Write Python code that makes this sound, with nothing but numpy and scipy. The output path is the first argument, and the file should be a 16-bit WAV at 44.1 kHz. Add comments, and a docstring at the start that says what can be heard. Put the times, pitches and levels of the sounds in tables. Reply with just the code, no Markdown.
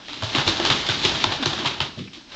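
"""In a bare room with a hard floor, a small animal runs through a ribbed plastic tunnel, a couple of
metres from a camera. Cracks of the wall are noise bursts with a diffuse echo tail and a short rib ring.
Thumps are pushes that excite the modes of the hollow tube; between them the ribs scrape as dense clicks.
Near the end a claw scratches and something soft bumps with a low rumble, shaped noise under a dial of
level; room tone and a deep floor rumble lie beneath."""
import sys
import numpy as np
from scipy import signal
from scipy.fft import rfft, irfft
from scipy.io import wavfile
from scipy.ndimage import uniform_filter1d

SR = 44100
rng = np.random.default_rng(int(sys.argv[2]) if len(sys.argv) > 2 else 0)


def dump(signal):
    """Clip the signal to [-1, 1] and save it as 16-bit WAV at the path in sys.argv[1]."""
    limited = np.clip(np.atleast_2d(signal).T, -1, 1)
    pcm = np.round(limited * 32767).astype(np.int16)
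    wavfile.write(sys.argv[1], SR, pcm)


def invert_db(level):
    """Linear amplitude ratio for a level in decibels (20 dB per decade), elementwise."""
    return 10 ** (np.asarray(level, dtype=float) / 20)


N = 103635  # samples

# Cracks of the plastic wall. Each row: start in seconds, nominal level in dB, middle and top colours
# in dB relative to it (before fixed offsets), length in ms, after-rattle in relative dB, ring in Hz.
WALL_CRACKS = [(0.0823, -20.5, -17.5, -23.5, 4.3, -5, 3670), (0.1306, -19.5, -20, -18.5, 3.4, -8.5, 3060),
               (0.221, -20, -7, -12.5, 7.1, -6, 3100), (.2338, -21, -14.5, -7, 4, -5, 3520),
               (.349, -7, -17, -23, 4.6, -4.5, 3050), (.3831, -10, -12.5, -17.5, 5.4, -6.5, 3550),
               (.4755, -5.5, -18, -13, 6.7, -7, 3650), (.5994, -13, -6.5, -13, 3.7, -14, 2940),
               (0.6498, -6, -15.5, -10.5, 4.6, -9, 3120), (0.7003, -2, -15, -20.5, 4.6, -10.5, 2940),
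               (.7201, -10, -21, -30, 9.6, -7, 3320), (0.8643, -16, -21, -8, 6, -6.5, 3390),
               (.888, -6.5, -16, -21, 3.2, -6.5, 3620), (1.0306, -18.5, -14.5, -10, 8, -1, 3570),
               (1.048, -6.5, -22.5, -14, 10, -5, 3425), (1.2402, -1, -18.5, -26, 3.94, -20, 3520),
               (1.3124, -27.5, -8.5, -15, 3.9, -8, 3560), (1.424, -17.5, -11, -16.5, 14, -2.5, 3580),
               (1.457, -13, -7, -4, 5.3, -12, 3880), (1.5305, -15, -11, -16, 7.6, -9.5, 3290),
               (1.5792, -10.5, -14.5, -21.5, 1.5, -8.5, 3230), (1.647, -14.5, -16.5, -24.5, 5.3, 1.5, 2570),
               (1.6591, -17.5, -28.5, -39.5, 7.2, -12.5, 4090), (1.671, -12.5, -34, -20.5, 8, -7.5, 3070),
               (1.8031, -7, -19, -41, 4.1, -7.5, 3046), (1.98, -29.5, -26, -36.5, 15, -0.5, 3670),
               (2.131, -31, -28, -9.5, 8.2, -5.5, 3540), (2.3182, -33, -9.5, -11, 6.5, -15.5, 3690)]
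# Thumps of the hollow tube. Each row: start in seconds, nominal level in dB, centre of the push in Hz,
# length in ms.
TUBE_THUMPS = [(0.223, -20, 106, 22), (.222, -25.5, 614, 11.7), (0.349, -16.5, 285, 7),
               (0.375, -23.5, 130.6, 19), (.472, -22, 107.5, 16), (0.475, -20, 330, 15),
               (.592, -18.5, 352, 19), (.597, -33, 893, 8), (0.652, -29.5, 120.4, 25),
               (.699, -21.5, 119.3, 20), (.700, -20.5, 1287, 25), (.884, -25.5, 366, 14),
               (0.889, -22, 115.6, 18), (.888, -19, 1510, 9.3), (1.045, -15, 391, 14),
               (1.047, -22, 111.7, 10), (1.238, -20, 363, 13), (1.241, -12, 926, 3.3),
               (1.249, -24, 106.4, 40), (1.312, -36, 135, 16), (1.383, -24, 278, 36),
               (1.419, -20, 255.4, 14), (1.458, -20, 116, 19), (1.458, -17, 375, 15), (1.53, -26, 375, 11),
               (1.648, -19.5, 956, 9.8), (1.658, -26.5, 155, 19), (1.803, -17, 960, 3.7),
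               (1.81, -22, 111.5, 9.3), (1.969, -35, 594, 14.8), (1.97, -32.5, 373, 31),
               (2.167, -39, 338, 14), (.226, -24, 935, 12.5), (.1, -39.5, 295, 30)]
# Resonances of the tube. Each row: frequency in Hz, strength in dB, decay time T60 in seconds
# (the drag shortens it).
TUBE_MODES = [(107, -9, .09), (139.6, -0.5, 0.089), (222.5, 2.5, 0.051), (285, 1.5, 0.071),
              (327.4, 3.5, 0.057), (375, -13, 0.081), (624, -7, 0.058), (872, -11, 0.042), (993, -9, 0.03),
              (1250, -2.5, 0.041), (1522, -5.5, 0.059)]
# Ribs dragging over the floor. Each row: time in seconds, nominal level in dB, middle colour in dB
# and tube bass in dB, both relative to that level.
RIB_DRAG = [(0, -49.5, 1.5, -6), (.1, -41, -14, -9.5), (.2, -40, -6.5, -4), (.33, -32, -5.5, -9),
            (.4, -28, 0.5, -1.5), (.45, -33.5, -3, -9.5), (.47, -24.5, -6.5, -1.5), (.55, -31, -2.5, -6),
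            (.68, -27, -3.5, -3), (.8, -27.5, -8, -6), (.845, -31, -2.5, -10), (.97, -30, -7, -4),
            (1.13, -28.5, -1.5, -4.5), (1.22, -27.5, -7.5, -7.5), (1.33, -28, -1.5, -8),
            (1.39, -34, -2.5, -5), (1.5, -31.5, -3.5, -9.5), (1.62, -35, -2, 2), (1.76, -39.5, 1, 0),
            (1.92, -49.5, -10.5, 6), (2.0, -45, -16, -14.5), (2.1, -53.5, -13, -1),
            (2.16, -45.5, -6.5, -6.5), (2.26, -56.5, -1, -11), (2.35, -37.5, -6.5, -14)]
# Bright spectrum of the ribs. Each row: frequency in Hz, response in dB.
RIB_COLOUR = [(710, -18.5), (1200, -3.5), (1430, -9), (1550, -12), (2080, -4), (2600, -3.5), (3110, -0.5),
              (3750, 0), (6720, -19.5), (7480, -24.5), (8530, -51), (11100, -57.5), (18800, -120)]
# Spectrum heard through the wall. Each row: frequency in Hz, response in dB.
WALL_COLOUR = [(240, -21.5), (400, -2), (448, -9.5), (618, -2), (714, -3.5), (873, 0.5), (1800, -7),
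               (2340, -29.5), (3960, -120)]
# Level of the soft bump. Each row: time in seconds, level in dB.
BUMP_LEVEL = [(1.965, -51), (1.974, -34), (2.0, -30.5), (2.02, -30.5), (2.045, -40), (2.065, -39),
              (2.095, -44), (2.115, -57), (2.15, -53), (2.2, -59)]
# Spectrum of the soft bump. Each row: frequency in Hz, response in dB.
BUMP_COLOUR = [(29, -40), (50, -32), (90, -10), (182, -0.5), (318, -14), (400, -14), (611, -34), (900, -49),
               (1170, -74), (1980, -120)]
# Spectrum of the room tone. Each row: frequency in Hz, response in dB.
AIR_COLOUR = [(12, -49.5), (20, -20.5), (286, 9.5), (463, -6), (965, -14), (1070, -34), (1180, -30),
              (1310, -10.5), (5270, -3), (8530, -25.5), (11100, -54), (18800, -120)]
# Decay times T60 in seconds of after-rattle and echoes, for the bright, middle and top colours.
TAIL_T60_S = (0.41, 0.41, 0.77)

FIRST_ECHO_S = 0.0071
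RING_T60_S = 0.011


def unit(x):
    """Normalises to unit rms."""
    return x / np.sqrt(np.mean(x ** 2) + 1e-20)


def col(table, k):
    """Takes one column of a table."""
    return np.array(table, float)[:, k]


def curve(table, k):
    """Interpolates column k linearly over time."""
    return np.interp(np.arange(N) / SR, col(table, 0), col(table, k))


def highpass(x, hz):
    """Second-order high-pass: 12 dB per octave below the corner."""
    return signal.sosfilt(signal.butter(2, hz, "high", fs=SR, output="sos"), x)


def colour(x, points):
    """Minimum-phase filter through (Hz, dB) points, scaled so that white noise keeps its level."""
    f = np.maximum(np.fft.rfftfreq(8192, 1 / SR), 1)
    log_gain = np.interp(np.log(f), np.log(col(points, 0)), col(points, 1)) * np.log(10) / 20
    cepstrum = irfft(log_gain)
    cepstrum[1:4096] *= 2  # folding the cepstrum makes the response causal
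    cepstrum[4097:] = 0
    h = irfft(np.exp(rfft(cepstrum)))[:4096]
    return signal.fftconvolve(x, h / np.sqrt(np.sum(h ** 2)))[:N]


def ring(x, hz, t60):
    """A damped mode: one complex pole driven by x."""
    pole = np.exp(2j * np.pi * hz / SR - np.log(1000) / (t60 * SR))
    return signal.lfilter([1], [1, -pole], x).imag


def burst(ms, source):
    """Transient with a fast linear rise and a steep fall around ms; its energy is that of the envelope."""
    t = np.arange(len(source)) / SR
    rise = np.minimum(t / (ms ** 2 * 1.5e-5), 1)
    shape = rise * np.exp(-(t / (max(ms, .5) / 1000)) ** 4)
    return source * shape * np.sqrt(np.sum(shape ** 2) / np.sum((source * shape) ** 2))


def clicks(per_s, spread_db):
    """Impulses at random times, with exponentially distributed dB levels: a few are much stronger."""
    chance, sign, height = rng.random((3, N))
    strength = invert_db(-spread_db * np.log(height + 1 / 50))
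    return unit((chance < per_s / SR) * np.sign(sign - .5) * strength)


def ragged(per_s, spread_db, share):
    """Friction noise: grains of clicks over a share of smooth noise."""
    return unit(clicks(per_s, spread_db) + share * rng.standard_normal(N))


def patchy(per_s, spread_db):
    """Contact modulation: a gain that wanders as more or fewer ribs touch."""
    k = int(SR / per_s)
    steps = np.repeat(rng.standard_normal(N // k + 1), k)
    return invert_db(spread_db * uniform_filter1d(steps, k)[:N])


def cracks():
    """Impact and reverberation: a few ms of clatter, then after a gap a decaying rattle and room tail."""
    drive, echo_power = np.zeros((3, N + 2048)), np.zeros((3, N + 2048))
    noise = rng.standard_normal((len(WALL_CRACKS), 3, 2048))
    # a random gain every 32 samples makes the clatter uneven
    noise *= rng.exponential(1, (len(WALL_CRACKS), 1, 64)).repeat(32, axis=2) ** 0.45
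    for (s, db, mid_db, top_db, ms, tail_db, _), rows in zip(WALL_CRACKS, noise):
        start, echo = int(s * SR), int((s + FIRST_ECHO_S) * SR)
        for k, rel_db in enumerate((0, mid_db + 11.5, top_db + 17.5)):
            drive[k, start:start + 2048] += invert_db(db + rel_db - 11) * burst(ms, rows[k])
            echo_power[k, echo] += invert_db(db + rel_db - 10 + tail_db) ** 2
    for k, t60 in enumerate(TAIL_T60_S):
        early, late = (signal.lfilter([1], [1, -np.exp(-np.log(1e6) / (d * SR))], echo_power[k, :N])
                       for d in (t60 * 0.2, t60))
        # the average looks back only, so the tail never precedes its crack
        power = uniform_filter1d(early + invert_db(-2.5) ** 2 * late, size=151, origin=75)
        rattle = patchy(per_s=120, spread_db=1.5) * ragged(per_s=1500, spread_db=2.0, share=1.82)
        drive[k, :N] += np.sqrt(np.maximum(power, 0)) * rattle
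    bright, middle, top = drive[:, :N]
    return colour(bright, RIB_COLOUR) + colour(middle, WALL_COLOUR) + colour(highpass(top, 5000), RIB_COLOUR)


def rings():
    """Local resonance: each crack and its after-rattle excite one rib mode, short and rough."""
    out, t = np.zeros(N + 8192), np.arange(8192) / SR
    noise = rng.standard_normal((len(WALL_CRACKS), 8192))
    gain = np.sqrt(4 * np.log(1000) / (RING_T60_S * SR))  # offsets the build-up of the mode under noise
    for (s, db, _, _, ms, tail_db, hz), row in zip(WALL_CRACKS, noise):
        onset = np.clip((t - FIRST_ECHO_S) / .003, 0, 1)
        after = invert_db(tail_db) * onset * np.exp(-np.log(1000) * t / 0.29)
        start = int(s * SR)
        out[start:start + 8192] += invert_db(db - 13.5) * gain * ring(burst(ms, row) + after * row, hz, RING_T60_S)
    return out[:N]


def tube_gains(hz):
    """Modal excitation: modes near the centre of the push respond most, 13 dB less per octave away."""
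    return invert_db(col(TUBE_MODES, 1) - 13 * np.abs(np.log2(col(TUBE_MODES, 0) / hz)))


def thumps():
    """Modal sum: an uneven push rings the tube, its modes bent a little each time; the room carries it on."""
    out, t = np.zeros(N + 16384), np.arange(16384) / SR
    noise = rng.standard_normal((len(TUBE_THUMPS), 2, 16384))
    bend = 1 + 0.023 * rng.standard_normal((len(TUBE_THUMPS), len(TUBE_MODES)))
    fade = (t > FIRST_ECHO_S) * np.exp(-np.log(1000) * t / .3)  # room T60 0.3 s
    for (s, db, hz, ms), (row, echo), bent in zip(TUBE_THUMPS, noise, bend):
        push = burst(ms, np.sin(2 * np.pi * hz * t) + 1.9 * row)
        body = sum(g * ring(push, f * b, t60)
                   for g, b, (f, _, t60) in zip(tube_gains(hz), bent, TUBE_MODES))
        body = invert_db(db - 1) * body / np.abs(body).max()
        wet = signal.fftconvolve(body, echo * fade)[:16384]
        start = int(s * SR)
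        out[start:start + 16384] += body + invert_db(-6) * unit(wet) * np.std(body)  # room 6 dB below the body
    return highpass(out[:N], 70)


def drag():
    """Friction: ribs catch on the floor in dense clicks, heard bright, through the wall and through the tube."""
    ribs = ragged(per_s=1200, spread_db=4., share=1.2)
    jolts = ragged(per_s=300, spread_db=1.5, share=2.5)
    tube = sum(invert_db(db) * ring(jolts, f, 0.38 * t60) for f, db, t60 in TUBE_MODES if f < 700)
    grit = ragged(per_s=1600, spread_db=2.5, share=1.1) * patchy(per_s=37, spread_db=3.)
    fine = highpass(grit, 4500)
    bright = colour(ribs * patchy(per_s=66, spread_db=1.5) + invert_db(-1) * fine, RIB_COLOUR)
    wall = invert_db(curve(RIB_DRAG, 2)) * unit(colour(ribs + .5 * jolts, WALL_COLOUR))
    bass = invert_db(curve(RIB_DRAG, 3)) * unit(highpass(tube, 80))
    return invert_db(curve(RIB_DRAG, 1)) * (bright + wall + bass)


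def tick():
    """Excited resonance: a small claw scratch, a noise burst through one short bright mode."""
    push, start = np.zeros(N), int(2.072 * SR)
    push[start:start + 2048] = burst(17.0, rng.standard_normal(2048))
    out = ring(push, hz=2470, t60=.008)
    return invert_db(-34) * out / np.abs(out).max()


def bump():
    """Envelope-shaped noise: a low rolling rumble, as of something soft brushing close by."""
    t = np.arange(N) / SR
    on = (t > BUMP_LEVEL[0][0]) & (t < BUMP_LEVEL[-1][0])
    roll = colour(rng.standard_normal(N), BUMP_COLOUR)
    local_rms = np.sqrt(uniform_filter1d(roll ** 2, size=700) + 1e-12)
    return on * invert_db(curve(BUMP_LEVEL, 1)) * roll / local_rms


def floor_rumble():
    """Structure-borne sound: the building's steady deep rumble, raised as the floor shakes under the drag."""
    band = signal.butter(2, [18, 60], "band", fs=SR, output="sos")
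    deep = unit(signal.sosfilt(band, rng.standard_normal(N)))
    shake = invert_db(curve(RIB_DRAG, 1) - 22)  # 22 dB below the drag's nominal level
    return (invert_db(-65.5) + shake) * deep


def room_tone():
    """Stationary background: filtered white noise at -51 dB rms."""
    return invert_db(-51) * unit(colour(rng.standard_normal(N), AIR_COLOUR))


def scene():
    """Superposition: the tube's sounds, scratch and bump add linearly to the background."""
    tunnel = cracks() + rings() + thumps() + drag()
    return (tunnel + tick() + bump() + floor_rumble() + room_tone())[None]


def roll_off(x):
    """The treble ends steeply here."""
    return signal.sosfilt(signal.butter(12, 8680, fs=SR, output="sos"), x)


def record(dry):
    """Band limiting and clipping: the camera thins the deep bass, cuts the top and clips beyond 0.7."""
    x = signal.sosfilt(signal.butter(1, 25, "high", fs=SR, output="sos"), dry)
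    x = signal.sosfilt(signal.ellip(8, .3, 60, 8700, fs=SR, output="sos"), x)
    mix = np.clip(x, -.7, .7)
    return roll_off(mix)


dry = scene()
out = record(dry)
dump(out)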